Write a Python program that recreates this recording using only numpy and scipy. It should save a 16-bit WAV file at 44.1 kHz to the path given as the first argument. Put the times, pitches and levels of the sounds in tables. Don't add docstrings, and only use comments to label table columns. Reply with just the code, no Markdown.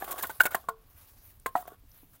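import sys
import numpy as np
from scipy import signal
from scipy.io import wavfile

SR = 44100
rng = np.random.default_rng(int(sys.argv[2]) if len(sys.argv) > 2 else 0)


def invert_db(x):
    u = np.asarray(x, float) / 20
    return 10 ** u


def transcribe(signal):
    frames = np.atleast_2d(signal).T
    limited = np.clip(frames, -1, 1)
    pcm = np.round(limited * 32767).astype(np.int16)
    wavfile.write(sys.argv[1], SR, pcm)


N = 97020

# (pitch [Hz], level [dB], time to fade by 60 dB [s])
THIN_PIECE = [(603.8, -35, 0.0207), (1470, 5, 0.022), (1551, 5, 0.014), (1050, -27.5, 0.036),
              (2200, -20, 0.043), (2875, -15.5, 0.029)]
THIN_SLIDING = [(623.5, -4.5, 0.016), (1060, -6, 0.015), (1470, 0.5, 0.069), (2240, -13, 0.058),
                (2630, -8.5, 0.017)]
PAIR_ON_PILE = [(385, -43, 0.024), (666, -1.5, 0.022), (1050, -8.5, 0.13), (1150, -6.5, 0.021),
                (1803, 2.5, .025), (1970, -19, 0.03)]
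ROLLING_PIECE = [(446, -22, 0.23), (695, -7, 0.033), (958, -2, 0.02), (1094.5, 1, 0.054),
                 (1355, -10, 0.075), (1440, -9, 0.052)]
NEAR_END = [(485, -5, 0.045), (770, -23, 0.047), (1053, -8, 0.12), (1211, -6.5, 0.036), (1592, -4.5, 0.015),
            (2060, -3.5, 0.0067)]
FAR_END = [(305, -12.5, 0.026), (726, -4.5, 0.12), (727, 6, 0.021), (1004, 4.5, 0.016), (1303, -3.5, 0.032),
           (1900, -12.5, 0.047)]
# (time [s], level [dB])
THIN_KNOCKS = [
    (0.4044, -2),
    (0.4101, -10.5),
    (0.4207, -28.5),
]
SLIDE_KNOCKS = [
    (0.4544, -19),
    (0.4567, -27.5),
    (0.4624, -27),
    (0.468, -30),
    (.473, -29),
    (0.521, -36.5),
]
PAIR_KNOCKS = [
    (.5455, -20.5),
    (.548, -17.5),
    (.5525, -36.5),
]
ROLL_KNOCKS = [
    (0.6861, -19),
    (.702, -33.5),
]
NEAR_KNOCKS = [
    (1.4598, -19),
    (1.4628, -27),
    (1.467, -40.5),
]
FAR_KNOCKS = [
    (1.5525, -23),
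    (1.5538, -15),
    (1.558, -54),
    (1.626, -43.5),
]
CONTACT_MS = [.25, .2, 0.34, 0.38, 0.16, 0.21]
# (time [s], level [dB], pitch [Hz])
TAPS = [(0.021, -30, 1700), (0.024, -24.5, 781), (0.044, -45, 1050), (0.078, -41.5, 680),
        (0.112, -37.5, 767), (0.122, -33, 1100), (0.141, -35, 720), (0.16, -39.5, 1160), (0.193, -42, 694),
        (0.21, -35, 1680), (0.235, -23.5, 1060), (0.244, -27, 1470), (0.296, -28, 895), (0.302, -29, 1520),
        (1.679, -33, 715), (1.72, -43, 422), (1.837, -54.5, 285), (2.032, -48.5, 285)]
TAP_RATIOS = [.55, 1.4, 1.95, 2.7]
TAP_OVERTONE_DB = [-22, -5.5, -14.5, -11]
# (time [s], level [dB], length [s], dull part against crisp [dB])
CRUNCHES = [(0.042, -27.5, 0.0066, -4.5), (0.077, -31.5, 0.015, -4), (0.107, -21.5, 0.022, -9.5),
            (0.115, -17, .002, -17), (0.179, -27, 0.023, -3.5), (0.224, -15.5, 0.0096, -17),
            (.233, -27.5, 0.0085, 1), (0.245, -38, 0.013, 7), (0.268, -24, 0.0056, -21),
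            (0.294, -31.5, 0.021, -5.5), (0.399, -27, 0.004, 7), (0.404, -12.5, 0.012, -8.5),
            (0.433, -21.5, 0.0082, -8.5), (0.441, -26.5, 0.0067, -4.5), (.453, -17, 0.014, -2.5),
            (0.506, -30.5, 0.013, -6.5), (0.52, -36, 0.021, -0.5), (.545, -17, 0.0087, -0.5),
            (0.685, -33, 0.01, 5), (1.460, -25.5, 0.0069, 4), (1.47, -42, 0.022, -10),
            (1.551, -36.5, 0.029, -1.5), (1.576, -39, 0.048, -8), (1.673, -43, 0.017, -3),
            (1.693, -51, 0.052, -12), (1.938, -59, 0.05, -0.5), (2.131, -46.5, 0.037, -10)]
# (pitch [Hz], level [dB per Hz])
CRISP = [(2650, -59.5), (4500, -23.5), (10400, -7.5), (13100, -6.5), (14300, 5.5), (15900, -0.5)]
# (pitch [Hz], level [dB per Hz])
DULL = [(130, -9.5), (350, -1.5), (800, 4), (1700, 2), (2600, -8), (3800, -3.5), (5500, -27.5),
        (8000, -10.5)]
# (time [s], level [dB])
DRAG = [(0.0, -47.5), (.13, -47), (.25, -46), (.32, -56.5), (.345, -67), (.6, -74.5), (.66, -60.5),
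        (.72, -66.5)]
# (time [s], level [dB])
SETTLE = [(1.545, -90), (1.56, -45.5), (1.63, -68.5), (1.65, -59.5), (1.74, -54.5), (1.77, -88)]
# (pitch [Hz], width [Hz], level [dB])
DRAGGED = [(405, 150, -2), (730, 132, 0.5), (1115, 46, 2), (1488, 200, -3.5), (2373, 340, -20.5),
           (3360, 400, -12)]
# (time [s], level [dB], pitch [Hz])
TICKS = [(1.398, -45, 8800), (1.4, -50, 13840), (1.661, -55, 6370), (1.916, -48.5, 5670)]
# (time [s], level [dB])
RUSTLE = [(0.0, -48), (.2, -46.5), (.36, -50.5), (.39, -58), (.62, -58), (.76, -72), (.9, -63), (1.03, -54),
          (1.17, -59.5), (1.3, -57), (1.37, -64), (1.39, -68), (1.53, -63.5), (1.72, -64.5), (1.79, -73),
          (1.95, -58), (2.07, -68), (2.2, -66)]
# (pitch [Hz], level [dB per Hz])
CLOTH = [(240, -42), (400, -14.5), (788, -12), (2150, -15), (7950, -18.5), (14300, -4), (15900, -11)]
AIR = [(88, -28), (150, -4.5), (406, -6.5), (4930, -19.5), (8520, -26), (14400, -23.5), (15900, -16)]
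RUMBLE = [(12, -32), (20, 14), (48, 3.5), (81, 7), (155, -6), (300, -14), (390, -31), (660, -120)]


def contact(s, db, ms):
    t = (np.arange(N) / SR - s) * 1000 / ms
    bump = np.where(np.abs(t - 0.5) < 0.5, np.sin(np.pi * t) ** 2, 0)
    return invert_db(db) * bump * 2000 / (ms * SR)


def ring(push, hz, t60):
    r = invert_db(-60 / (t60 * SR))
    w = 2 * np.pi * hz / SR
    return signal.lfilter([0, np.sin(w)], [1, -2 * r * np.cos(w), r * r], push + 1e-18)


def piece(modes, knocks, ms):
    push = sum(contact(s, db, ms) for s, db in knocks)
    out = np.zeros(N)
    for k, (hz, db, t60) in enumerate(modes):
        out += (-1) ** k * invert_db(db) * ring(push, hz, t60)
    return out


def knocks():
    pieces = [(THIN_PIECE, THIN_KNOCKS), (THIN_SLIDING, SLIDE_KNOCKS), (PAIR_ON_PILE, PAIR_KNOCKS),
              (ROLLING_PIECE, ROLL_KNOCKS), (NEAR_END, NEAR_KNOCKS), (FAR_END, FAR_KNOCKS)]
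    return sum(piece(modes, hits, ms) for (modes, hits), ms in zip(pieces, CONTACT_MS))


def taps():
    contact_ms, t60_s = 0.36, 0.045
    out = np.zeros(N)
    chance = rng.standard_normal((len(TAPS), 8))
    for (s, db, hz), c in zip(TAPS, chance):
        push = contact(s, db, contact_ms)
        out += ring(push, hz, t60_s)
        for k, (ratio, part_db) in enumerate(zip(TAP_RATIOS, TAP_OVERTONE_DB)):
            part_hz = hz * ratio * (1 + 0.07 * c[k + 4])
            out += invert_db(part_db + 4.3 * c[k]) * ring(push, part_hz, 0.2 * t60_s)
    return out


def crunches():
    rise_s, fall_s, tail_s, tail_db, all_db = 0.0023, 0.0019, 0.016, -14, -12
    t = np.arange(N) / SR
    crisp, dull = np.zeros(N), np.zeros(N)
    for s, db, length, dull_db in CRUNCHES:
        after = np.maximum(t - s - length, 0)
        fall = np.exp(-after / fall_s) + invert_db(tail_db) * np.exp(-after / tail_s)
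        shape = np.clip((t - s) / rise_s, 0, 1) * fall
        crisp += (invert_db(db + all_db) * shape) ** 2
        dull += (invert_db(db + all_db + dull_db) * shape) ** 2
    cracks = grains(per_s=15000, spread_db=2.5)
    leaves = np.sqrt(crisp) * colour(cracks, CRISP, patchy_db=2.5, speed=60)
    bark = np.sqrt(dull) * colour(cracks, DULL, patchy_db=3.0, speed=60)
    return leaves + bark


def drag():
    level_db, = in_time([*DRAG, *SETTLE])
    slips = grains(per_s=1400, spread_db=4.5) * invert_db(3.0 * drift(17))
    wood = np.zeros(N)
    for k, (hz, width, db) in enumerate(DRAGGED):
        wood += (-1) ** k * invert_db(db) * np.sqrt(width) * ring(slips, hz, 2.2 / width)
    no_deep_bass = signal.lfilter([1, -1], [1, -0.97], wood)
    return invert_db(level_db) * rms_one(no_deep_bass)


def ticks():
    out = np.zeros(N)
    for s, db, hz in TICKS:
        push = contact(s, db, 0.039) - contact(s + 0.0017, db + 1.5, 0.067)
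        out += ring(push, hz, 0.0047)
    return out


def echoes(x):
    ground_s, ground_db, scatter_db, scatter_t60_s, cut_hz = 0.0028, -20, -15, 0.16, 1220
    t = np.arange(SR // 3) / SR
    fade = invert_db(-60 * t / scatter_t60_s) * np.clip(t / 0.012, 0, 1)
    scatter = rng.standard_normal(len(t)) * fade
    scatter = signal.lfilter(*signal.butter(2, cut_hz, fs=SR), scatter)
    strength = np.sqrt(np.sum(scatter ** 2) * SR / 2 / cut_hz)
    ground = invert_db(ground_db) * np.pad(x, (int(ground_s * SR), 0))[:N]
    return ground + invert_db(scatter_db) * signal.fftconvolve(x, scatter / strength)[:N]


def rustle():
    level_db, = in_time(RUSTLE)
    swell = invert_db(level_db + 1.5 * drift(20))
    return swell * colour(grains(per_s=12000, spread_db=2.5), CLOTH, patchy_db=-2.5, speed=12)


def air():
    return invert_db(-70.5) * colour(rng.standard_normal(N), AIR, patchy_db=-0.93, speed=11)


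def rumble():
    deep = colour(rng.standard_normal(N), RUMBLE, patchy_db=2.5, speed=4)
    return invert_db(-59.5) * deep[::-1]


def rms_one(x):
    return x / np.sqrt(np.mean(x ** 2) + 1e-20)


def in_time(rows):
    s, *columns = np.transpose(rows)
    return [np.interp(np.arange(N) / SR, s, c) for c in columns]


def drift(rate):
    r = np.exp(-80 * np.pi * rate / SR)
    noise = rng.standard_normal(N // 40 + 2002)
    slow = signal.lfilter([1], [1, -2 * r, r * r], noise)[2000:]
    return np.interp(np.arange(N) / 40, np.arange(len(slow)), rms_one(slow))


def colour(x, spectrum, patchy_db=0., speed=10):
    hz, db = np.transpose(spectrum)
    edges = 20 * 2 ** np.arange(0, 10.1, 0.4)
    out = np.zeros(N)
    for k, (low, high) in enumerate(zip(edges, edges[1:])):
        mid = np.sqrt(low * high)
        flicker = drift(speed)
        if hz[0] / 1.2 < mid < hz[-1] * 1.2:
            sos = signal.butter(2, [low, min(high, 0.45 * SR)], "band", fs=SR, output="sos")
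            level_db = np.interp(np.log(mid), np.log(hz), db) + patchy_db * flicker
            out += (-1) ** k * signal.sosfilt(sos, x) * invert_db(level_db)
    return rms_one(out)


def grains(per_s, spread_db):
    size = invert_db(spread_db * np.minimum(rng.exponential(1, N), 5)) * rng.choice([-1, 1], N)
    return size * (rng.random(N) < per_s / SR) + 1e-18


def scene():
    high_pass = signal.butter(2, 200, "high", fs=SR, output="sos")
    wood = signal.sosfilt(high_pass, knocks() + taps())
    near = wood + crunches() + drag() + ticks()
    return (near + echoes(near) + rustle() + air() + rumble())[None]


def roll_off(x):
    return signal.sosfilt(signal.butter(12, 16480, fs=SR, output="sos"), x)


def record(dry):
    low_pass = signal.ellip(8, 1, 28, 15850, fs=SR, output="sos")
    mix = signal.sosfilt(low_pass, dry)
    return roll_off(mix)


dry = scene()
out = record(dry)
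transcribe(out)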